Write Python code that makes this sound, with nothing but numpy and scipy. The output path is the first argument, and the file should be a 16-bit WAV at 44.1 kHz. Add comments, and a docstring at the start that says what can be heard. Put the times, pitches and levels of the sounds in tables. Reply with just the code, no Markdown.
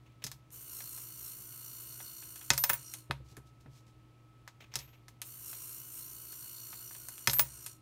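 """A small printed-plastic coin machine on a table, close by, in a quiet room with an appliance hum.
A coin is laid on the switch. At 0.5 s a geared motor whirs; an arm reaches out, then drags the coin off.
At 2.5 s it bounces over the battery holder, rings in the air and lands on other coins.
The motor coasts to a stop; a knock and a slide on the table follow. A second coin is laid on,
the cycle repeats from 5.2 s, and that coin drops at 7.3 s."""
import sys
import numpy as np
from scipy import signal
from scipy.fft import rfft, irfft
from scipy.io import wavfile
from scipy.ndimage import uniform_filter1d, map_coordinates

SR = 44100
rng = np.random.default_rng(int(sys.argv[2]) if len(sys.argv) > 2 else 0)


def wrap_up_sound(samples):
    """Save the sound to the file named by the first command line argument, as 16-bit audio."""
    columns = np.atleast_2d(samples).T
    # keep every value between -1 and 1, then stretch to whole-number steps
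    tamed = np.clip(columns, -1, 1)
    steps = np.round(tamed * 32767).astype(np.int16)
    wavfile.write(sys.argv[1], SR, steps)


N = 344421
TIME = np.arange(N) / SR

# arm cycles, one per coin: start_s
CYCLES_S = [0.510, 5.235]


def undb(db):
    """dB to amplitude."""
    return 10 ** (np.asarray(db) / 20)


def unit(x):
    """Scale to rms 1."""
    return x / np.sqrt(np.mean(x ** 2) + 1e-20)


def fade(t, t60_s):
    """Exponential decay."""
    return np.exp(-np.log(1000) * t / max(t60_s, .001))


def rise(t, lag_s):
    """Exponential approach to 1 from time 0."""
    return 1 - np.exp(-np.maximum(t, 0) / lag_s)


def add(out, start_s, x):
    """Mix x in at start_s."""
    i = max(int(start_s * SR), 0)
    out[i:i + len(x)] += x[:N - i]


def walk(rate_hz):
    """Smooth random motion, rms 1."""
    hold = max(int(SR / rate_hz), 1)
    steps = np.repeat(rng.standard_normal(N // hold + 1), hold)
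    return unit(uniform_filter1d(steps, hold)[:N])


def colour(x, outline):
    """Filter by a (freq_hz, level_db) outline; rms 1."""
    hz, db = np.transpose(outline)
    bins_hz = np.arange(N // 2 + 1) * SR / N + 1
    gain = undb(np.interp(np.log(bins_hz), np.log(hz), db))
    return unit(irfft(rfft(x) * gain, N))


def modes(rows, t, spread_db):
    """Decaying sines, weighted a little differently by each blow."""
    return sum(undb(db + spread_db * rng.standard_normal()) * fade(t, t60_s)
               * np.sin(2 * np.pi * (hz * t + rng.random())) for hz, t60_s, db in rows)


def room(rumble_db=-64, drift_rad=0.65):
    """Low rumble; an appliance's wavering hum and thin whistle."""
    # rumble spectrum: freq_hz, level_db
    rumble_colour = [(25, -24), (45, -18.5), (62, -6), (85, -15.5), (130, -5.5), (180, -17.5), (320, -18),
                     (450, -24), (640, -26), (1150, -28), (1600, -34.5), (2400, -31.5), (5000, -41),
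                     (15800, -50.5)]
    # appliance tones: pitch_hz, level_db, waver_db
    tones = [(118.7, -63, 1), (311.7, -74.5, 2), (1295, -76, 1.8)]
    hum = sum(undb(db + waver_db * walk(5.9)) * np.sqrt(2)
              * np.sin(2 * np.pi * hz * TIME + drift_rad * walk(6)) for hz, db, waver_db in tones)
    return undb(rumble_db) * colour(rng.standard_normal(N), rumble_colour) + hum


def coin_slides(grain_db=2.0, t60_s=0.2):
    """Uneven friction of a coin under the fingers; each push swells and dies away."""
    # pushes, by surface: start_s, swell_s, level_db
    pushes = {"frame": [(0.055, 0.0083, -65.5), (0.115, .012, -76), (0.219, 0.0025, -54.5),
              (4.602, 0.0077, -54), (4.715, .003, -59), (4.775, 0.029, -54), (4.875, 0.005, -63),
              (4.925, 0.014, -65)], "table": [(3.23, 0.087, -64.5), (3.45, 0.029, -72), (3.6, .005, -68.5),
              (3.69, .09, -65), (3.862, 0.0066, -67)]}
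    # friction spectrum, by surface: freq_hz, level_db
    friction = {"frame": [(700, 1), (1500, -3), (2400, 6.5), (3400, 1.5), (4800, -9), (6500, -6.5),
                (10000, -20), (15800, -13)], "table": [(700, -11.5), (2200, -4), (4200, 1), (6500, 0),
                (10000, -8), (13000, -9), (15800, -17)]}
    out, t = 0, np.arange(int(.5 * SR)) / SR
    for surface, rows in pushes.items():
        envelope = np.zeros(N)
        for start_s, swell_s, db in rows:
            push = np.minimum(t / swell_s, 1) * fade(np.maximum(t - swell_s, 0), t60_s)
            add(envelope, start_s, undb(db) * push)
        grains = rng.standard_normal(N) * undb(grain_db * walk(270))
        out = out + colour(grains, friction[surface]) * envelope
    return out


def table_thumps(rise_s=0.0019, thud_db=15, thud_t60_s=0.11, thud_hz=(150, 430)):
    """The table top thuds and booms softly under the heavier blows."""
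    # blows reaching the table: start_s, level_db
    blows = [(0.243, -45.5), (2.505, -35), (2.703, -41.5), (3.098, -35.5), (3.2, -52), (3.318, -52.5),
             (3.372, -47.5), (3.658, -47.5), (4.757, -47.5), (7.277, -37), (7.397, -43)]
    # table-top modes: pitch_hz, t60_s, level_db
    top_modes = [(65, 0.57, -9.5), (117.7, 0.19, -1.5), (134.4, 0.49, -2), (255, 0.03, -10)]
    out, t = np.zeros(N), np.arange(int(.7 * SR)) / SR
    band = signal.butter(2, thud_hz, "band", fs=SR, output="sos")
    for start_s, db in blows:
        thud = undb(thud_db) * signal.sosfilt(band, rng.standard_normal(len(t)) * fade(t, thud_t60_s))
        boom = modes(top_modes, t, spread_db=2)
        add(out, start_s, undb(db) * (thud + boom) * rise(t, rise_s))
    return out


def strikes(blows, bands_hz, crack_t60_s, body_db, mode_db, room_db, room_t60_s):
    """Blows on the frame: crack, dense and strong modes, faint room tail; levelled per band."""
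    # plastic frame modes: pitch_hz, t60_s, level_db
    frame_modes = [(556, 0.2, -10.5), (944, 0.15, -9.5), (1268, 0.041, -1.5), (1520, 0.062, -7),
                   (1753, 0.032, 3.5), (2063, 0.056, -1.5), (2548, 0.054, -1.5), (3320, 0.046, -1.5),
                   (4780, 0.039, -3.5), (5180, 0.081, -2), (5330, 0.049, 1.5), (5870, 0.036, 3),
                   (6370, 0.075, -1.5), (9490, 0.081, -1)]
    # hard blows are crisp, soft ones chatter on: strongest_band_db, t60_s
    body_decay = [(-47.5, 0.077), (-29, .028)]
    out, t = np.zeros(N), np.arange(int(.4 * SR)) / SR
    bands = [signal.butter(3, edges, "band", fs=SR, output="sos") for edges in bands_hz]
    onset = slice(int(.02 * SR))
    for start_s, *levels_db in blows:
        body_t60_s = np.interp(max(levels_db), *np.transpose(body_decay))
        body = undb(body_db) * fade(t, body_t60_s)
        tail = undb(room_db) * fade(t, room_t60_s)
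        noise = rng.standard_normal(len(t)) * (fade(t, crack_t60_s) + body + tail)
        blow = noise + undb(mode_db) * modes(frame_modes, t, spread_db=0.5)
        for band, db in zip(bands, levels_db):
            part = signal.sosfilt(band, blow)
            add(out, start_s, part * undb(db) / np.std(part[onset]))
    return out


def plastic_knocks():
    """Knocks of switch, frame and table, plus the linkage knocking at the same points of each cycle."""
    # knocks on switch, frame and table, and some linkage knocks given each with its own level: start_s, low_db,
    # mid_db, top_db
    knocks = [(0.505, -78, -77, -67), (0.9764, -62.5, -67, -50.5), (2.358, -63.5, -59.5, -53),
              (2.4127, -62, -59, -70), (3.11, -35, -39.5, -52.5), (3.368, -57, -63.5, -58),
              (3.66, -65, -77, -90), (5.217, -55.5, -49, -43.5), (6.328, -62.5, -66, -56),
              (6.91, -59.5, -70, -71), (7.086, -56, -62, -45), (7.18, -65, -59, -54)]
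    # linkage knocks: cycle_time_s, low_db, mid_db, top_db
    linkage = [(.295, -56.5, -57.5, -55), (1.493, -55, -58.5, -62), (1.715, -62.5, -61, -72),
               (2.428, -57, -53, -43.5)]
    # low, mid and top bands: from_hz, to_hz
    bands_hz = [(620, 1970), (2400, 4350), (6200, 13000)]
    cyclic = [(start_s + s, *levels_db) for start_s in CYCLES_S for s, *levels_db in linkage]
    return strikes(knocks + cyclic, bands_hz, crack_t60_s=0.003, body_db=-14, mode_db=-22.5,
                   room_db=-26.5, room_t60_s=0.25)


def casing(x, ring_db=-27, ring_t60_s=0.059):
    """Dense resonances of a small plastic housing; rms 1."""
    t = np.arange(int(0.013 * SR)) / SR
    response = undb(ring_db) * rng.standard_normal(len(t)) * fade(t, ring_t60_s)
    return unit(x + signal.oaconvolve(x, response)[:N])


def tooth_rub(mesh_hz, echo=0.21):
    """Each tooth scrapes much like the last: noise with broad humps at multiples of mesh_hz."""
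    noise = rng.standard_normal(N)
    return noise + echo * map_coordinates(noise, [np.arange(N) - SR / mesh_hz], order=3)


def gear_whine(mesh_rad, turn_rad, sag_hz, throb=.65, slop_rad=0.12, blur_rad=0.71, wobble=0.32):
    """Mesh-rate harmonics; load brightens them, play between the teeth blurs the upper ones."""
    # mesh harmonics 1, 2, 3 ..: level_db
    harmonics_db = [-11, -8.5, -1.5, 1, -4.5, -2, -9.5, -4, -3, -6]
    # hum of other rotating parts: mesh_multiple, level_db
    wheels = [(0.249, -11), (0.73, -11.5), (0.9, -21)]
    tilt_db = 0.0214 * sag_hz  # per harmonic
    angle = mesh_rad + slop_rad * walk(700)
    whine = 0
    for k, db in enumerate(harmonics_db):
        swell_db = 3.0 * walk(20)
        tone = undb(db + k * tilt_db + swell_db) * np.sin((k + 1) * angle + blur_rad * walk(90))
        whine += tone * (1 + throb * np.sin(turn_rad + 2 * rng.random()))
    # contact force repeats every four teeth: weak lines between the harmonics
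    whine *= 1 + wobble * (np.sin(angle / 4) + 1.5 * np.sin(angle / 2))
    hum = sum(undb(db) * np.sin(multiple * angle + blur_rad * walk(60)) for multiple, db in wheels)
    return whine + hum


def motor(teeth_per_turn=25.25, waver=0.0019, flutter=.002, grit_db=2.5):
    """Load slows the gears, brightens their whine and raises the scrape and hiss."""
    # speed, sagging as the arm lifts, comes down and reaches home: cycle_time_s, mesh_hz
    speed = [(0, 1400), (.08, 1480), (.17, 1474), (.26, 1385), (.34, 1434), (.42, 1408), (.5, 1418),
             (.6, 1464), (.67, 1458), (.75, 1392), (.83, 1443), (.93, 1472), (1.1, 1452), (2.0, 1455),
             (2.36, 1444), (2.42, 1410), (2.47, 1465), (2.57, 1370)]
    # gear noise, by kind: reversal_db, sag_db_per_hz, reach_db_per_s, pull_db_per_s
    levels = {"whine": (-61, -0.0149, 2.5, -5), "scrape": (-56, 0.0671, -.5, -2),
              "hiss": (-49, 0.0472, 0.1, -12.5)}
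    # tooth scrape spectrum: freq_hz, level_db
    scrape_colour = [(200, -27), (420, -0.5), (800, -22), (1050, -5.5), (1400, -9), (1900, -10), (2900, -8),
                     (3500, -12.5), (4900, -10), (6400, 0.5), (7800, -3), (8800, 4), (10000, 1.5),
                     (12500, -27)]
    # tooth hiss spectrum: freq_hz, level_db
    hiss_colour = [(7000, -23.5), (10600, -7.5), (11500, -1.5), (12800, 3), (13600, -5), (14800, 0),
                   (15700, -2)]
    reversal_s, switch_off_s = 1.56, 2.48  # cycle time
    spin_up_s, bite_s, coast_t60_s = 0.026, 0.046, 0.24  # bite: teeth press together and sing
    cycle_s = TIME - np.where(TIME < CYCLES_S[1], *CYCLES_S)
    running = rise(cycle_s, spin_up_s) * fade(np.maximum(cycle_s - switch_off_s, 0), coast_t60_s)
    reach_s, pull_s = np.minimum(cycle_s - reversal_s, 0), np.maximum(cycle_s - reversal_s, 0)
    mesh_hz = np.interp(cycle_s, *np.transpose(speed))
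    light_load_hz = 1467
    sag_hz = (light_load_hz - mesh_hz) * (cycle_s < switch_off_s)  # no load while coasting
    gain = {kind: undb(db + per_hz * sag_hz + reach_slope * reach_s + pull_slope * pull_s)
            for kind, (db, per_hz, reach_slope, pull_slope) in levels.items()}
    unsteady_hz = mesh_hz * (1 + waver * walk(22) + flutter * walk(170))  # uneven load
    mesh_rad = 2 * np.pi * np.cumsum(unsteady_hz) / SR
    turn_rad = mesh_rad / teeth_per_turn
    throb = 1 + 0.22 * np.sin(turn_rad) + .1 * np.sin(2 * turn_rad)  # off-centre wheel
    grit = throb * undb(grit_db * walk(2500))
    whine = gain["whine"] * rise(cycle_s, bite_s) * gear_whine(mesh_rad, turn_rad, sag_hz)
    scrape = gain["scrape"] * colour(casing(tooth_rub(mesh_hz) * grit), scrape_colour)
    hiss = gain["hiss"] * colour(casing(tooth_rub(mesh_hz) * grit), hiss_colour)
    return running * (whine + scrape + hiss)


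def coin_rings(spin_hz=17, spin_depth=0.13, stop_t60_s=0.0187):
    """Free coins ring near the top of hearing; tumbling swings the level, the next contact stops it."""
    # bending modes of each coin and the pile: pitch_hz, level_db
    bending = {"nickel": [(13002, 2), (14237, -12)], "penny": [(12320, -2), (12497, -8)],
               "pile": [(9380, -22.5), (9620, 0), (9900, -19), (10400, -11.5), (15230, -3.5), (15400, -4),
               (15520, 9.5), (15680, -4.5)]}
    # rings of each coin and the pile: start_s, length_s, level_db, t60_s
    rings = {"nickel": [(0.266, .05, -74, 0.37), (0.315, .08, -69, 0.21), (2.578, 0.057, -32, 0.94),
             (2.638, 0.065, -38, 0.5), (2.696, 0.088, -32.5, .22)], "penny": [(4.755, 0.11, -53, 1),
             (4.875, 0.16, -63, 0.37), (5.082, 0.081, -72.5, .4), (7.273, .06, -34, .8),
             (7.333, 0.047, -26, 0.53), (7.386, .02, -11, 0.014)], "pile": [(2.638, .1, -28, 0.044),
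             (2.696, 0.11, -30.5, 0.065), (2.732, 0.11, -31.5, 0.06), (7.394, .1, -26.5, 0.11)]}
    out = np.zeros(N)
    for coin, rows in rings.items():
        for start_s, length_s, db, t60_s in rows:
            t = np.arange(int((length_s + 0.023) * SR)) / SR
            ring = modes([(hz, t60_s, mode_db) for hz, mode_db in bending[coin]], t, spread_db=1)
            tumble = 1 - spin_depth * np.cos(2 * np.pi * spin_hz * t)
            stop = fade(np.maximum(t - length_s, 0), stop_t60_s)
            add(out, start_s, undb(db) * ring * tumble * stop)
    return out


def coin_hits():
    """A coin strikes the frame, the table or another coin."""
    # impacts: start_s, low_db, mid_db, top_db
    hits = [(0.2402, -52.5, -40.5, -45), (0.266, -53.5, -44.5, -50.5), (0.3155, -56.5, -50.5, -52.5),
            (2.5037, -27.5, -24.5, -36), (2.5343, -46, -41.5, -42), (2.578, -43.5, -36.5, -35),
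            (2.6384, -35, -32, -34), (2.6945, -41, -42, -35), (2.6985, -31, -38.5, -39.5),
            (2.732, -45, -45, -44), (2.741, -47, -67, -43), (4.477, -51.5, -57, -64.5),
            (4.739, -54, -49, -62), (4.7555, -45.5, -36, -41.5), (4.789, -60, -48, -54),
            (5.0824, -59.5, -59, -63.5), (7.2733, -29, -29, -32.5), (7.2973, -42, -35, -43),
            (7.3125, -58, -48.5, -42.5), (7.333, -45, -42.5, -35.5), (7.367, -56, -70, -54.5),
            (7.3942, -32, -32, -33.5), (7.411, -62, -49, -39.5)]
    # low, mid and top bands: from_hz, to_hz
    bands_hz = [(640, 2600), (3600, 7050), (7400, 14800)]
    return strikes(hits, bands_hz, crack_t60_s=0.0022, body_db=-10, mode_db=-20,
                   room_db=-25.5, room_t60_s=0.24)


def scene():
    """All sources, close by, mono."""
    machine = coin_hits() + plastic_knocks() + motor()
    return (machine + coin_rings() + table_thumps() + coin_slides() + room())[None]


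def record(dry):
    """Steep low-pass at 15.7 kHz."""
    return signal.sosfilt(signal.ellip(10, .2, 70, 15700, fs=SR, output="sos"), dry)


dry = scene()
out = record(dry)
wrap_up_sound(out)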